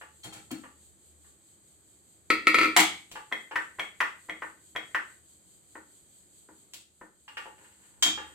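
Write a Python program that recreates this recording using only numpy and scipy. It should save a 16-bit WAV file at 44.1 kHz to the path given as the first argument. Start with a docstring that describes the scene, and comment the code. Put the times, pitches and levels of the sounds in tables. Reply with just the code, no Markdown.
"""A steel pressure cooker is opened in a small hard-walled kitchen: the lid scrapes out of its lugs and pops free.
It is set down to one side, rattles to rest and its handle slaps down; utensils knock and clink on the counter.
Then a masher taps into the pot of chickpeas and clanks on the steel wall, over the thin hiss of the stove.
Blows are modal: noise bursts stand for dense, short-lived modes, and decaying sines for modes that ring on.
Shaped stereo noise makes the stove and room at rest; echoes and a diffuse tail make the kitchen."""
import sys
import numpy as np
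from scipy import signal
from scipy.fft import rfft, irfft
from scipy.io import wavfile
from scipy.ndimage import map_coordinates

SR = 44100
rng = np.random.default_rng(int(sys.argv[2]) if len(sys.argv) > 2 else 0)


def store_pcm(level_fs):
    """Save levels as 16-bit WAV."""
    pcm = np.round(np.clip(level_fs, -1, 1) * 32767).astype(np.int16)
    wavfile.write(sys.argv[1], SR, np.atleast_2d(pcm).T)


N = 367794

# Blow levels are relative: each layer's gain_db is added to them.
# Colours and mode levels are relative too, since each sound is scaled to unit energy.
# dense modes of a tapped pot, also used for the chickpeas: hz, level_db
POT_COLOUR = [(150, -27.5), (320, -9.5), (520, -3.5), (680, -16), (850, 3), (1050, -7), (1750, -1.5),
              (2300, -13.5), (2900, -9), (3900, -28.5), (4400, -27.5), (6000, -35), (15000, -46)]

SIZE = 2 ** 15   # samples in one blow or room response
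HZ = np.maximum(np.arange(SIZE // 2 + 1) * SR / SIZE, 1)
AGE = np.arange(SIZE) / SR   # seconds since the blow


def opening(room):
    """Stick-slip friction grates the lugs and rings the rim; the released gasket gives a hollow pop."""
    # the lid scraping along the rim: start_s, level_db, brightness_db_per_octave
    scrapes = [(0.233, -34, 9), (0.244, -33.5, -2.5), (0.324, -34.5, 2.5), (0.356, -38.5, -1),
               (0.507, -31, -1)]
    # the rubber gasket letting go: start_s, level_db, brightness_db_per_octave
    pops = [(0.514, -28, 2), (0.52, -25, -4.5), (0.585, -41, 1)]
    # dense modes of the scrape, then of the pop: hz, level_db
    scrape_colour = [(60, -16), (110, 4), (200, -1.5), (850, -5.5), (1100, -7.5), (1750, -2), (2800, -10),
                     (4200, -10), (5400, -16.5), (7300, -5), (15000, -25.5)]
    pop_colour = [(60, -63), (160, -16.5), (245, 7), (275, 16.5), (350, -9.5), (500, -22), (1200, -34),
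                  (5000, -31)]
    # the pot's rim ringing under the lugs: hz, level_db
    rim_modes = [(823.6, -58), (1012, -90), (1319, -62), (1814, -93), (2299, -66), (2638, -68), (3036, -68),
                 (3203, -61.5), (3596, -70), (4323, -64.5)]
    scrape = struck(scrapes, scrape_colour, gain_db=13.5, patter_t60=0.053,
                    modes=rim_modes, ring_db=-2, ring_t60=0.067)
    pop = struck(pops, pop_colour, gain_db=22.0, patter_t60=0.0068)
    scrape_heard = placed(scrape, room, wet_db=7.5, lag_samples=7.5, pan_db=1.7)
    pop_heard = placed(pop, room, wet_db=-6.0, lag_samples=5.6, pan_db=5)
    return scrape_heard + pop_heard


def setting_down(room):
    """Repeated impacts excite the plate modes of the lid on the counter; then its handle slaps down."""
    # dense modes of the lid: hz, level_db
    lid_colour = [(80, -42), (200, -13.5), (300, -1.5), (520, -6), (760, -23), (1050, -19.5), (1330, 7),
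                  (1600, -16), (2200, 5), (3000, -14.5), (4500, -13), (5200, -25), (8000, -23),
                  (15000, -34.5)]
    # modes of the lid that ring on: hz, level_db
    lid_modes = [(958.2, -49), (1082, -50), (1308, -34), (1766, -44), (1906, -36), (1976, -44), (2056, -36),
                 (2099, -39), (2250, -37), (2320, -39), (2347, -41), (2417, -41), (2589, -47), (2643, -44),
                 (2686, -45), (3278, -48), (3391, -52), (3865, -59), (4113, -53), (4226, -49), (4404, -52),
                 (4764, -53)]
    # the handle slapping down: start_s, level_db, brightness_db_per_octave
    slaps = [(2.764, -6, -0.25), (2.775, -16, -3), (2.792, -11, 1.5)]
    # dense modes of the slap: hz, level_db
    slap_colour = [(60, -35.5), (150, -17.5), (300, -3.5), (430, -10), (600, -10.5), (760, 4.5), (1000, -2),
                   (1500, -5), (2100, 4.5), (2600, -5), (3200, -1.5), (5300, -14), (7500, -7),
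                   (10000, -14.5), (15500, -21.5)]
    # modes of the slap that ring on: hz, level_db
    slap_modes = [(780.6, -53), (969.0, -48), (1195, -56), (1303, -47), (1933, -51.5), (2099, -45.5),
                  (2256, -46), (2455, -51.5), (2923, -56), (3138, -47), (3408, -48), (3887, -57)]
    lid = struck(lid_rocking(), lid_colour, gain_db=18.5, patter_t60=0.016,
                 modes=lid_modes, ring_db=-1, ring_t60=.25)
    slap = struck(slaps, slap_colour, gain_db=16.5, patter_t60=0.014,
                  modes=slap_modes, ring_db=-12.5, ring_t60=0.34)
    lid_heard = placed(lid, room, wet_db=-1, lag_samples=1.9, pan_db=2.0)
    slap_heard = placed(slap, room, wet_db=6.5, lag_samples=1.6, pan_db=1.5)
    return lid_heard + slap_heard


def lid_rocking(lands_s=2.302, first_swing_s=.167, swings=7, landing_db=-7, rebound_db=-4.5, swing_loss_db=1.89):
    """A rocking plate loses energy at each impact, so its swings grow shorter and weaker."""
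    swing = np.arange(swings)
    intervals = first_swing_s / (1 + swing / 2) ** 2
    times = lands_s + np.cumsum(intervals)
    levels = rebound_db - swing_loss_db * swing
    return by_force([(lands_s, landing_db), *zip(times, levels)], neutral_db=-7.5, brightening=.1)


def pot_and_masher(room):
    """Damping sets the ring: light taps die early, while a clank on bare steel rings longer."""
    # crisp ticks of handling: start_s, level_db, brightness_db_per_octave
    ticks = [(3.114, -45, -1.5), (6.735, -42.5, 2.7)]
    # light taps on the pot, from lid, hand and masher: start_s, level_db, brightness_db_per_octave
    pot_taps = [(0.012, -41.5, 1.5), (0.636, -43.5, -1), (1.245, -60.5, -1), (3.155, -34, 2.5),
                (3.511, -34, 0.5), (7.279, -42, 7.5), (7.370, -31.5, 5), (7.457, -40, -3.5),
                (8.176, -33, 0)]
    # the masher clanking on the steel wall: start_s, level_db, brightness_db_per_octave
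    clanks = [(8.024, -13, 1.5), (8.061, -24, -4.5)]
    # dense modes of the ticks, then of the clanks: hz, level_db
    tick_colour = [(400, -19.5), (1500, -21.5), (3200, -11.5), (5500, -21), (7500, -15), (10000, -24),
                   (15000, -27)]
    clank_colour = [(70, -26), (200, -18.5), (300, -7), (420, -17), (1000, -6.5), (2300, -2), (2750, -7.5),
                    (3250, 5.5), (4100, -5), (5700, -8), (7100, 2), (9000, -15), (15500, -20)]
    # modes that ring on in the tapped pot, then in the clanking wall: hz, level_db
    pot_modes = [(861.3, -45), (1168, -47), (1707, -54), (1879, -51), (2842, -56)]
    wall_modes = [(1717, -54), (2374, -55), (3208, -41), (3661, -48), (3709, -52), (4355, -61), (4947, -60),
                  (5297, -64), (6686, -58), (6891, -58), (7391, -57), (8872, -69)]
    tick = struck(ticks, tick_colour, gain_db=24, patter_t60=0.012)
    taps = struck(pot_taps, POT_COLOUR, gain_db=21.0, patter_t60=0.017,
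                  modes=pot_modes, ring_db=-2.0, ring_t60=0.097)
    clank = struck(clanks, clank_colour, gain_db=19.5, patter_t60=0.018,
                   modes=wall_modes, ring_db=-4, ring_t60=.28)
    return placed(tick + taps + clank + chickpeas(), room, wet_db=6, lag_samples=5.1, pan_db=1.0)


def chickpeas(count=12, spread_db=3, settle_s=0.31, settle_db_per_s=63):
    """Granular contact: each push sets off little soft contacts that fade as the chickpeas settle."""
    # the masher pushing in: start_s, level_db of the first contacts
    pushes = [(7.56, -45), (7.819, -50), (8.161, -38.5)]
    contacts = []
    for start_s, level_db in pushes:
        # one contact at a random moment in each equal slot
        delays = settle_s * (np.arange(count) + rng.random(count)) / count
        levels = level_db - settle_db_per_s * delays + spread_db * rng.standard_normal(count)
        brightness = 1.5 + rng.normal(0, 4, count)   # dB per octave
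        contacts += zip(start_s + delays, levels, brightness)
    in_time = [contact for contact in contacts if contact[0] < N / SR]
    return struck(in_time, POT_COLOUR, gain_db=11, patter_t60=0.012)


def utensils(room, touch_lead_s=.009, touch_db=-8):
    """Impact force sets brightness: light clinks and duller knocks take turns on the counter."""
    # light utensils clinking: start_s, level_db
    clink_blows = [(3.324, -23.5), (3.795, -24.5), (4.296, -29), (4.761, -26)]
    # knocks on the counter: start_s, level_db
    knock_blows = [(3.557, -17), (4.004, -14.5), (4.420, -26.5), (4.946, -17), (5.753, -36), (6.487, -45.5),
                   (7.012, -39)]
    # dense modes of the clinks, then of the knocks: hz, level_db
    clink_colour = [(100, -29), (260, -8), (500, -7), (780, -8), (1500, -7), (2050, 2), (2800, -14),
                    (3300, -10), (4800, -33), (6000, -27), (9000, -33), (15000, -38)]
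    knock_colour = [(100, -36), (300, -12), (590, -7), (720, -13), (870, 0), (1200, 0), (1950, -1),
                    (2300, -9), (3100, -15), (4200, -33), (6000, -33), (15000, -43)]
    # modes that ring on in the clinks, then in the knocks: hz, level_db
    clink_modes = [(1875, -5), (1976, -2), (2062, 0), (2225, -3), (3278, -5)]
    knock_modes = [(1120, -8), (1530, -1), (1810, 0), (1940, -5)]
    # each clink comes just after a softer, dull touch
    touches = [(s - touch_lead_s, db + touch_db) for s, db in clink_blows]
    light = by_force(clink_blows, neutral_db=-27, brightening=0.26)
    dull = by_force([*knock_blows, *touches], neutral_db=-23.0, brightening=.42)
    clinks = struck(light, clink_colour, gain_db=22.0, patter_t60=0.012,
                    modes=clink_modes, ring_db=-1, ring_t60=0.053)
    knocks = struck(dull, knock_colour, gain_db=19.5, patter_t60=0.026,
                    modes=knock_modes, ring_db=-3.5, ring_t60=0.12)
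    return placed(clinks + knocks, room, wet_db=2, lag_samples=0.8, pan_db=2.0)


def by_force(blows, neutral_db, brightening):
    """Harder contact is brighter: so many dB per octave for each dB above a neutral blow."""
    return [(s, db, brightening * (db - neutral_db)) for s, db in blows]


def struck(blows, colour, gain_db, patter_t60, modes=None, ring_db=0, ring_t60=1):
    """Modal excitation: each blow is a brief crowd of modes in the thing's colour, plus modes that ring on."""
    out = np.zeros(N + SIZE)
    body = causal(from_db(at_hz(colour, HZ)))
    octaves = np.log2(np.clip(HZ, 300, 4000) / 1500)   # the brightness tilt pivots at 1500 Hz
    for start_s, level_db, brightness in blows:
        # bending waves smear the click in time and leave its spectrum nearly even
        contact = rfft(rng.standard_normal(SIZE) * AGE / patter_t60 * dying(patter_t60))
        strength = np.abs(contact)
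        contact = contact * causal(1 / np.hypot(strength, .5 * strength.mean()))
        sound = unit_energy(irfft(contact * body))
        if modes is not None:
            sound = sound + from_db(ring_db) * ringing(modes, ring_t60)
        tilt = causal(from_db(brightness * octaves))
        sound = unit_energy(irfft(rfft(sound) * tilt))
        start = max(round(start_s * SR), 0)
        out[start:start + SIZE] += from_db(level_db + gain_db) * sound
    return out[:N]


def ringing(modes, t60, spread_db=-1.96):
    """Modal superposition of decaying sines; each blow lands elsewhere and shares its force out anew."""
    hz, db = np.transpose(modes)
    level = from_db(db + spread_db * rng.standard_normal(len(hz)))
    strength = level * rng.choice([-1, 1], len(hz))
    sines = np.sin(2 * np.pi * np.outer(hz, AGE))
    return unit_energy(strength @ sines * dying(t60))


def causal(gain):
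    """Causality: the minimum-phase response with this gain, so nothing sounds before the blow."""
    cepstrum = irfft(np.log(gain))
    # fold negative time onto positive time
    cepstrum[1:SIZE // 2] *= 2
    cepstrum[SIZE // 2 + 1:] = 0
    return np.exp(rfft(cepstrum))


def dying(t60):
    """Exponential decay: an envelope that loses 60 dB in t60 seconds."""
    return np.exp(-np.log(1000) * AGE / t60)


def from_db(db):
    """Logarithmic level: decibels to amplitude gain."""
    return 10 ** (np.asarray(db) / 20)


def unit_energy(x):
    """Energy normalization: scale to a summed square of one, averaged over channels."""
    return x / np.sqrt(np.mean(np.sum(x ** 2, axis=-1)) + 1e-20)


def at_hz(points, hz):
    """Interpolation in pitch: read a table on a log-frequency axis."""
    table = np.array(points)
    return np.interp(np.log(hz), np.log(table[:, 0]), table[:, 1])


def placed(sound, room, wet_db, lag_samples, pan_db):
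    """Arrival-time and level differences place a source: the left lags, pan is left minus right."""
    left = map_coordinates(sound, [np.arange(N) - lag_samples], order=3)
    direct = np.array([left, sound])
    reverberant = signal.fftconvolve(sound[None], room, axes=1)[:, :N]
    both = direct + from_db(wet_db) * reverberant
    return both * from_db(np.array([[pan_db], [-pan_db]]) / 2)


def kitchen_response(build_s=0.0029, boom_hz=317, boom_t60=0.17, boom_db=-21):
    """Room acoustics: near-wall echoes, a diffuse tail dying band by band, and one low standing wave."""
    # reverberation time by frequency: hz, t60_s
    reverberation = [(100, 0.5), (320, 0.39), (800, 0.29), (2000, 0.34), (5000, .39), (14000, 0.2)]
    # reflections from near walls: delay_s, level_db
    wall_echoes = [(.003, -14), (.0059, -15.5), (.0086, -7), (0.0116, -17)]
    noise, hz = diffuse(SIZE)
    centres = np.geomspace(60, 16000, 9)
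    tail = 0
    for centre, share in zip(centres, np.eye(len(centres))):
        # overlapping triangular bands on the log-frequency axis
        band = irfft(noise * np.interp(np.log(hz), np.log(centres), share))
        t60 = at_hz(reverberation, centre)
        tail = tail + band * dying(t60) / np.sqrt(t60)
    tail = unit_energy(tail * (1 - np.exp(-AGE / build_s)))
    for delay, db in wall_echoes:
        # each echo reaches the two microphones at slightly different times
        arrivals = np.abs(delay * SR + rng.normal(0, 6, 2)).astype(int)
        tail[[0, 1], arrivals] += from_db(db)
    # the standing wave swells before it dies
    boom = unit_energy(AGE * dying(boom_t60) * np.sin(2 * np.pi * boom_hz * AGE))
    return unit_energy(tail) + from_db(boom_db) * boom


def diffuse(size):
    """Diffuse-field coherence: spectrum of white stereo noise, alike mostly in the bass, and its frequencies."""
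    # left-right correlation of diffuse sound: hz, correlation [-1 to 1]
    likeness = [(60, 0.23), (250, 0.85), (500, 0.66), (1000, 0.12), (2500, 0.034), (12000, 0.014)]
    hz = np.maximum(np.arange(size // 2 + 1) * SR / size, 1)
    mid, side = rfft(rng.standard_normal((2, size)))
    alike = np.clip(at_hz(likeness, hz), -.99, .99)
    return np.sqrt(1 + alike) * mid + np.sqrt(1 - alike) * side * [[1], [-1]], hz


def stove(rumble_db=-67.5, drone_db=-77, waver_db=0.65, wavers_per_s=13, pulse_db=2.0, pulses_per_s=4.7):
    """Shaped noise under slow modulation: steady rumble, swelling drone, and hiss that wavers and pulses."""
    # relative spectra of hiss, rumble and the rumble's one narrow resonance: hz, level_db_per_hz
    hiss_colour = [(1470, -53), (2500, -18), (2780, -19.5), (3170, -7), (3340, -11), (3420, -12.5),
                   (4500, -9.5), (5660, -24), (6010, -12.5), (6900, -3), (8040, 4.5), (8550, 0.5),
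                   (9660, -17), (12300, -11), (15500, -29.5)]
    rumble_colour = [(15, -59), (25, -33), (75, -10), (172, -12), (204, -9.5), (229, -17.5), (324, -10.5),
                     (468, -19.5), (495, -19), (900, -25.5), (2500, -28.5), (3250, -55.5), (5500, -120)]
    drone_colour = [(40, -41.5), (66, -22), (76, 7.5), (86, -23.5), (200, -69.5), (1000, -110)]
    # slow drift of the hiss, before waver and pulse: time_s, level_db
    hiss_drift = [(0, -59.5), (2.1, -62), (3.0, -59), (8.34, -60.5)]
    # the drone swells while lid or pot is handled: start_s, end_s, level_db of the added gain
    handling = [(0, 1.297, -73), (2.301, 2.903, -63.5), (7.99, 8.4, -66.5)]
    t = np.arange(N) / SR
    drone = from_db(drone_db)
    for start, end, db in handling:
        drone = drone + from_db(db) * swell(start, end, fade=0.16)
    waver = np.interp(t * wavers_per_s, np.arange(SIZE), rng.standard_normal(SIZE))
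    pulse = np.cos(2 * np.pi * pulses_per_s * t)
    drift = np.interp(t, *np.transpose(hiss_drift))
    hiss = from_db(drift + waver_db * waver + pulse_db * pulse)
    # the whole background dips briefly
    dip = from_db(-5 * swell(6.83, 7.3, fade=0.033))
    background = from_db(rumble_db) * steady(rumble_colour)
    background = background + drone * steady(drone_colour)
    background = background + hiss * steady(hiss_colour)
    return dip * background


def steady(colour):
    """Spectral shaping: stationary diffuse noise of a given colour, rms one over both channels."""
    noise, hz = diffuse(N)
    shaped = irfft(noise * from_db(at_hz(colour, hz)), N)
    return unit_energy(shaped) * np.sqrt(N)


def swell(start, end, fade):
    """A trapezoidal envelope that rises around start, holds at one and falls around end (s)."""
    t = np.arange(N) / SR
    return np.clip(np.minimum(t - start, end - t) / fade + .5, 0, 1)


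def scene():
    """Superposition: every source sounds in the one kitchen."""
    room = kitchen_response()
    return opening(room) + setting_down(room) + utensils(room) + pot_and_masher(room) + stove()


def record(dry):
    """Band limiting: the recorder cuts the top steeply above 16 kHz with an elliptic low-pass."""
    lowpass = signal.ellip(12, .2, 110, 16000, fs=SR, output="sos")
    return signal.sosfilt(lowpass, dry)


dry = scene()
out = record(dry)
store_pcm(out)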